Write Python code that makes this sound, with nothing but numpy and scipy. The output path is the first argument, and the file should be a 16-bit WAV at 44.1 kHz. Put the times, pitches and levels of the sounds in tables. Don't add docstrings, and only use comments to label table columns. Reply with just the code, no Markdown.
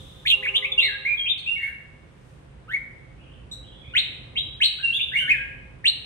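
import sys
import numpy as np
from scipy import signal
from scipy.fft import rfft, irfft, next_fast_len
from scipy.io import wavfile
from scipy.ndimage import uniform_filter1d, minimum_filter1d, map_coordinates

SR = 44100
rng = np.random.default_rng(int(sys.argv[2]) if len(sys.argv) > 2 else 0)


def to_wav(s):
    ch = np.atleast_2d(s).T
    pcm = np.round(np.clip(ch, -1, 1) * 32767)
    wavfile.write(sys.argv[1], SR, pcm.astype(np.int16))


N = 266805


def amp(db):
    return 10 ** (np.asarray(db) / 20)


def unit(x):
    return x / np.sqrt(np.mean(x ** 2) + 1e-20)


def along(points, hz):
    f, v = np.transpose(points)
    return np.interp(np.log(hz + 1), np.log(f + 1), v)


def clock():
    return np.arange(N) / SR


def level_over_time(points):
    return amp(np.interp(clock(), *np.transpose(points)))


def wobble(rate):
    knots = rng.standard_normal(int(N * rate / SR) + 4)
    return map_coordinates(knots, [clock() * rate])


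def filtered(x, response):
    m = next_fast_len(N + SR // 2)
    hz = np.fft.rfftfreq(m, 1 / SR)
    return irfft(rfft(x, m) * response(hz), m)[..., :N]


def gate(t, start, end, edge):
    opening = np.clip(np.minimum(t - start, end - t) / edge + .5, 0, 1)
    return np.sin(np.pi / 2 * opening) ** 2


def rush(spectrum):
    # frequency_hz, correlation
    alike = [(60, 1.07), (380, 0.43), (2380, -4.5), (15000, 0.1)]

    def mid_and_side(hz):
        turn = np.arccos(np.clip(along(alike, hz), 0, 1)) / 2
        return amp(along(spectrum, hz)) * [np.cos(turn), np.sin(turn)]

    mid, side = filtered(rng.standard_normal((2, N)), mid_and_side)
    return unit(np.array([mid + side, mid - side]))


def room(x, early_db=5, early_t60=0.082):
    # frequency_hz, t60_s
    decay_times = [(300, 0.94), (2000, 0.77), (4000, 0.6), (8000, 0.62), (14000, 0.44)]
    hz, t, z = signal.stft(rng.standard_normal((2, SR)), SR, nperseg=256)
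    late = amp(-60 * t / along(decay_times, hz)[:, None])
    early = amp(early_db - 60 * t / early_t60)
    tail = signal.istft(z * (late + early), SR, nperseg=256)[1]
    tail = tail / np.linalg.norm(tail[0])
    tail = np.pad(tail, ((0, 0), (SR // 150, 0)))
    return signal.fftconvolve(x[None], tail, axes=1)[:, :N]


def air(air_db=-60):
    # frequency_hz, relative_level_db
    colour = [(410, -12.5), (700, -1.5), (1590, -1), (2880, -6.5), (3410, -9.5), (4540, -17), (7340, -22.5),
              (8920, -16.5), (14800, -54.5), (15600, -52)]
    return amp(air_db) * rush(colour)


def traffic(tilt_db=1.4):
    # time_s, level_db
    drift = [(0.0, -45.5), (0.641, -51), (4.484, -45), (4.718, -52.5), (5.324, -44), (6.05, -48.5)]
    # frequency_hz, relative_level_db
    colour = [(15, -60.5), (25, -25.5), (54, 2.5), (96, -5.5), (128, 0.5), (192, -11), (323, -14.5),
              (492, -17.5), (525, -9.5), (560, -20), (1200, -29.5), (1560, -80), (2640, -120)]
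    return level_over_time(drift) * rush(colour) * amp([[-tilt_db], [tilt_db]])


def horn(waver=0.018, fading_db=2):
    # pitch_hz, level_db
    partials = [(404, -54.5), (527, -52), (807, -62), (1052, -61), (1215, -57)]
    # time_s, relative_level_db
    swell = [(.27, -14.5), (.38, -0.5), (.82, -0.5), (.95, -8), (1.25, -14), (1.601, -61.5)]
    tones = np.zeros(N)
    for hz, db in partials:
        level = amp(db + fading_db * wobble(19.27))
        cycles = hz * np.cumsum(1 + waver * wobble(43.34)) / SR
        tones += level * np.sin(2 * np.pi * cycles)
    blast = np.sqrt(2) * tones * level_over_time(swell)
    return blast + .5 * room(blast)


def far_birds():
    # start_s, end_s, pitch_hz, rise_hz_per_s, level_db, waver
    far_calls = [(3.17, 3.398, 2820, 1800, -57, 0.079), (3.624, 3.91, 3293, 1200, -52.5, .05),
                 (3.823, 3.93, 2410, 500, -49.5, .05)]
    t, calls, tremble = clock(), np.zeros(N), wobble(250)
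    for start, end, hz, rise, db, waver in far_calls:
        pitch = (hz + rise * (t - (start + end) / 2)) * (1 + waver * tremble)
        phase = 2 * np.pi * np.cumsum(pitch) / SR
        calls += amp(db) * gate(t, start, end, 0.034) * np.sin(phase)
    return room(np.sqrt(2) * calls)


def soft_hiss():
    # frequency_hz, relative_level_db
    colour = [(2000, -14), (4500, -1), (9000, 0.5), (11200, -7.5), (13000, -10.5), (15500, -23)]
    # time_s, level_db
    swell = [(0, -60.5), (.23, -66), (0.552, -65), (0.999, -86), (2.051, -82), (2.301, -69.5), (2.601, -85)]
    return level_over_time(swell) * rush(colour)


def earlier_call():
    # frequency_hz, relative_level_db
    colour = [(1500, -32.5), (2800, -15), (3600, 2), (3950, -8.5), (4400, -34)]
    # time_s, level_db
    fade = [(0, -49.5), (.17, -52.5), (.26, -55), (0.601, -100)]
    return level_over_time(fade) * rush(colour)


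def rings(x):
    # frequency_hz, t60_s, relative_level_db
    resonances = [(1637, .8, -2), (2125, .6, 0), (2240, .85, -5), (2778, .9, -2), (3882, .55, 3)]
    t = np.arange(SR) / SR
    phases = rng.uniform(0, np.pi / 2, (len(resonances), 2, 1))
    answer = np.zeros((2, SR))
    for (hz, t60, db), phase in zip(resonances, phases):
        even_out = 2 * np.log(1000) / (t60 * SR)
        answer += amp(db - 60 * t / t60) * even_out * np.sin(2 * np.pi * hz * t + phase)
    return signal.fftconvolve(x[None], answer, axes=1)[:, :N]


def ports(x, lead=5.98):
    # delay_s, gain, left_port_lead_samples
    walls = [(.004, 0.5, 3), (.00758, .27, -4.5), (0.0128, .2, 14.5)]

    def arrival(hz, delay, lag):
        port_delay = delay + np.array([[-.5], [.5]]) * lag / SR
        return np.exp(-2j * np.pi * hz * port_delay)

    def all_arrivals(hz):
        direct = arrival(hz, 0, lead)
        return direct + sum(gain * arrival(hz, delay, lag) for delay, gain, lag in walls)

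    return filtered(x, all_arrivals)


def chips(jitter=0.022):
    # start_s, pitch_hz, level_db, t60_s
    sharp_chips = [(1.379, 4220, -41.5, 0.043), (3.513, 3886, -38, 0.2)]
    # pitch_multiple, relative_level_db
    partials = [(1, 9.5), (1.52, -13.5), (2, -6), (2.471, -19), (3.12, -24)]
    t, sound = clock(), np.zeros(N)
    cycles = np.cumsum(1 + jitter * wobble(600)) / SR
    for start, hz, db, t60 in sharp_chips:
        age = np.maximum(t - start, 0)
        level = amp(db - 60 * age / t60) * (1 - np.exp(-age / 0.0028))
        sound += level * sum(amp(k_db) * np.sin(2 * np.pi * k * hz * cycles) for k, k_db in partials)
    return np.sqrt(2) * sound


def whips(top_share=.8, ease=1.8, attack_s=0.018, attack_db=12, release_s=0.018, release_db=3.5):
    # start_s, length_s, low_hz, top_hz, level_db, brightness_db
    upward_whips = [ (0.253, 0.044, 1650, 3580, -17, 0), (0.54, 0.043, 2347, 3496, -15, -1.5),
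                    (1.249, 0.066, 2195, 3674, -23, -6), (3.949, 0.054, 1620, 4052, -15, 1),
                    (4.356, 0.044, 2150, 3866, -20, -5), (4.604, 0.061, 1782, 4137, -13.5, 2.5),
                    (4.912, 0.055, 2600, 3567, -29.5, 5), (4.986, 0.042, 2332, 3640, -29.5, -3),
                    (5.842, 0.058, 1806, 4122, -14, 3), ]
    for start, length, low_hz, top_hz, db, bright_db in upward_whips:
        age = np.arange(0, length, 1 / SR)
        climb = 1 - np.abs(1 - age / (top_share * length)) ** ease
        attack = attack_db * np.maximum(1 - age / attack_s, 0)
        release = release_db * np.maximum(1 - (length - age) / release_s, 0)
        yield start + age, low_hz * (top_hz / low_hz) ** climb, db - attack - release, bright_db, True


def slurs():
    # start_s, length_s, first_hz, middle_hz, last_hz, level_db, swell_over_note_db, brightness_db
    slurred_notes = [ (0.3, 0.043, 3310, 2898, 2798, -12, 5, -0.5),
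                     (0.427, 0.037, 1790, 2330, 1713, -25.5, 5, -2.5),
                     (0.465, 0.027, 1910, 2473, 2650, -21, 7.5, -9.5),
                     (0.623, 0.036, 2052, 2150, 2704, -23, 11.5, -1),
                     (0.72, 0.008, 3760, 3430, 3400, -19.5, -2.5, -2.5),
                     (0.78, 0.028, 2814, 2751, 2590, -14, -5.5, -6.5),
                     (0.784, 0.085, 3032, 3810, 3886, -21.5, -3.5, 0.5),
                     (0.824, 0.047, 2155, 2142, 2015, -24, -4, -4.5),
                     (1.583, 0.11, 1857, 1930, 1690, -40.5, -3, 3),
                     (2.68, 0.048, 1274, 1537, 2013, -34.5, 19.5, 6.5),
                     (2.734, 0.0346, 2090, 2237, 1952, -19.5, -3, 1),
                     (4.786, 0.022, 1404, 1550, 1663, -41.5, 18, 3),
                     (5.117, 0.043, 1494, 1976, 2336, -29, 22, 3),
                     (5.166, 0.08, 2722, 3079, 2860, -25.5, -9.5, 6),
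                     (5.274, 0.028, 1576, 1904, 2324, -20, 18.5, 3),
                     (5.303, 0.022, 2423, 2525, 2297, -15.5, 2, 1), ]
    for start, length, first_hz, middle_hz, last_hz, db, swell_db, bright_db in slurred_notes:
        age = np.arange(0, length, 1 / SR)
        u = age / length - .5
        bow = 2 * (first_hz + last_hz - 2 * middle_hz) * u ** 2
        hz = middle_hz + (last_hz - first_hz) * u + bow
        yield start + age, hz, db + swell_db * u, bright_db, True


def whistles(scoop_s=0.011):
    # start_s, length_s, pitch_hz, level_db, fade_db_per_s, brightness_db, entry
    held_whistles = [ (0.875, 0.054, 1625, -28.5, 61, 1, 1.24), (1.051, 0.1, 2405, -22.5, 57, -12, 0.83),
                     (1.172, 0.085, 3240, -28.5, 79, -7.5, 1.03), (1.461, 0.12, 2790, -26.5, 84, 3, 0.89),
                     (1.56, 0.014, 2280, -29, 11, -10, 0.97), (1.615, 0.06, 2215, -31, 47, 6, 0.95),
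                     (3.937, 0.013, 1470, -36.5, 17, 22, 0.99), (4.827, 0.072, 2735, -27, -1.5, 4, 1.04),
                     (5.197, 0.07, 1490, -37.5, 20.5, -5.5, 1.24),
                     (5.322, 0.18, 1625, -26.5, 101, -3, 1.63), ]
    for start, length, hz, db, fade, bright_db, entry in held_whistles:
        age = np.arange(0, length, 1 / SR)
        scoop = 1 + (entry - 1) * np.exp(-age / scoop_s)
        yield start + age, hz * scoop, db - fade * age, bright_db, False


def bulbul(jitter=0.0052, glide_jitter=0.0384, shimmer_db=2.5, edge=0.006, rasp_db=-33, smear=0.15, bloom=0.31):
    # start_s, end_s, rate_hz, depth, added_rasp_db
    warbles = [(0.258, 0.323, 98.4, 0.18, 11.5), (0.428, 0.498, 133.8, 0.073, 10.5),
               (0.547, 0.587, 113, 0.1, 4.5), (0.813, 0.872, 107.4, 0.06, 1.5),
               (1.596, 1.699, 129.8, 0.11, 10.5), (4.636, 4.683, 136.5, 0.047, 2.5)]
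    # pitch_multiple, relative_level_db
    overtone_levels = [(2, -29.5), (3, -36.5)]
    # frequency_hz, gain_db
    beak = [(3300, 17), (4200, -5.5), (5100, -16), (6800, -8.5), (8300, -0.5), (10300, 7.5), (11500, -38.5),
            (13500, -3), (15500, -8)]
    # frequency_hz, relative_level_db
    rasp_colour = [(1500, -21), (3300, 11.5), (4200, 4.5), (5100, -15.5), (6300, -6.5), (8500, -7),
                   (10200, 3.5), (11300, -11.5), (13500, -4), (15500, -14.5)]
    shake_pulse_db = 26
    held_rasp_db = -1

    t, song, hoarseness = clock(), np.zeros(N), np.zeros(N)
    bend, pulse_db, shake_db = np.zeros(N), np.zeros(N), np.zeros(N)
    for start, end, rate, depth, added_db in warbles:
        shake = gate(t, start, end, 0.0071)
        cycle = 2 * np.pi * rate * (t - start)
        bend += depth * shake * np.sin(cycle)
        pulse_db -= shake_pulse_db * depth * shake * np.cos(cycle)
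        shake_db += added_db * shake

    tremble, flutter_db = wobble(450), shimmer_db * wobble(250)
    scatter = smear * wobble(1400)
    for s, hz, db, bright_db, gliding in [*whips(), *slurs(), *whistles()]:
        on = (t > s[0] - edge) & (t < s[-1] + edge)
        contour = np.interp(t[on], s, hz)
        slope = np.abs(np.gradient(np.log(contour))) * SR
        speed = uniform_filter1d(slope, size=1200)
        roughness = glide_jitter * np.tanh(speed / 10) * tremble[on]
        pitch = contour * (1 + jitter * tremble[on] + gliding * (bend[on] + roughness))
        phase = 2 * np.pi * np.cumsum(pitch) / SR
        level_db = np.interp(t[on], s, db) + flutter_db[on] + gliding * pulse_db[on]
        level = amp(level_db) * gate(t[on], s[0], s[-1], edge)
        overtones = sum(amp(k_db + along(beak, k * pitch)) * np.sin(k * phase + scatter[on])
                        for k, k_db in overtone_levels)
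        effort = amp(bright_db) * (10 * level + 1e-9) ** bloom
        song[on] += np.sqrt(2) * level * (np.sin(phase) + effort * overtones)
        note_rasp_db = bright_db + shake_db[on] if gliding else held_rasp_db
        hoarseness[on] += level * amp(note_rasp_db)
    rasp = unit(filtered(rng.standard_normal(N), lambda hz: amp(along(rasp_colour, hz))))
    return song + amp(rasp_db) * hoarseness * rasp


def scene(direct_db=-4.0, ring_db=5):
    # time_s, room_send_db
    head_turn = [(0.301, -15), (0.786, -5), (0.86, -4), (1.396, 2.5), (2.699, -7.5), (3.997, -5),
                 (4.391, -1.5), (4.632, -5.5), (5.0, 8.5), (5.3, -5.5), (5.869, -8.5)]
    outside = air() + traffic() + horn() + far_birds()
    haze = soft_hiss() + earlier_call()
    song = bulbul() + chips()
    spill = song * level_over_time(head_turn)
    answer = room(spill) + amp(ring_db) * rings(spill)
    return outside + haze + answer + amp(direct_db) * ports(song)


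def record(dry, ceiling=.8, top_hz=15750):
    needed = np.minimum(1, ceiling / (np.abs(dry).max(axis=0) + 1e-9))
    gain = uniform_filter1d(minimum_filter1d(needed, size=512), size=256)
    return filtered(dry * gain, lambda hz: hz < top_hz)


dry = scene()
out = record(dry)
to_wav(out)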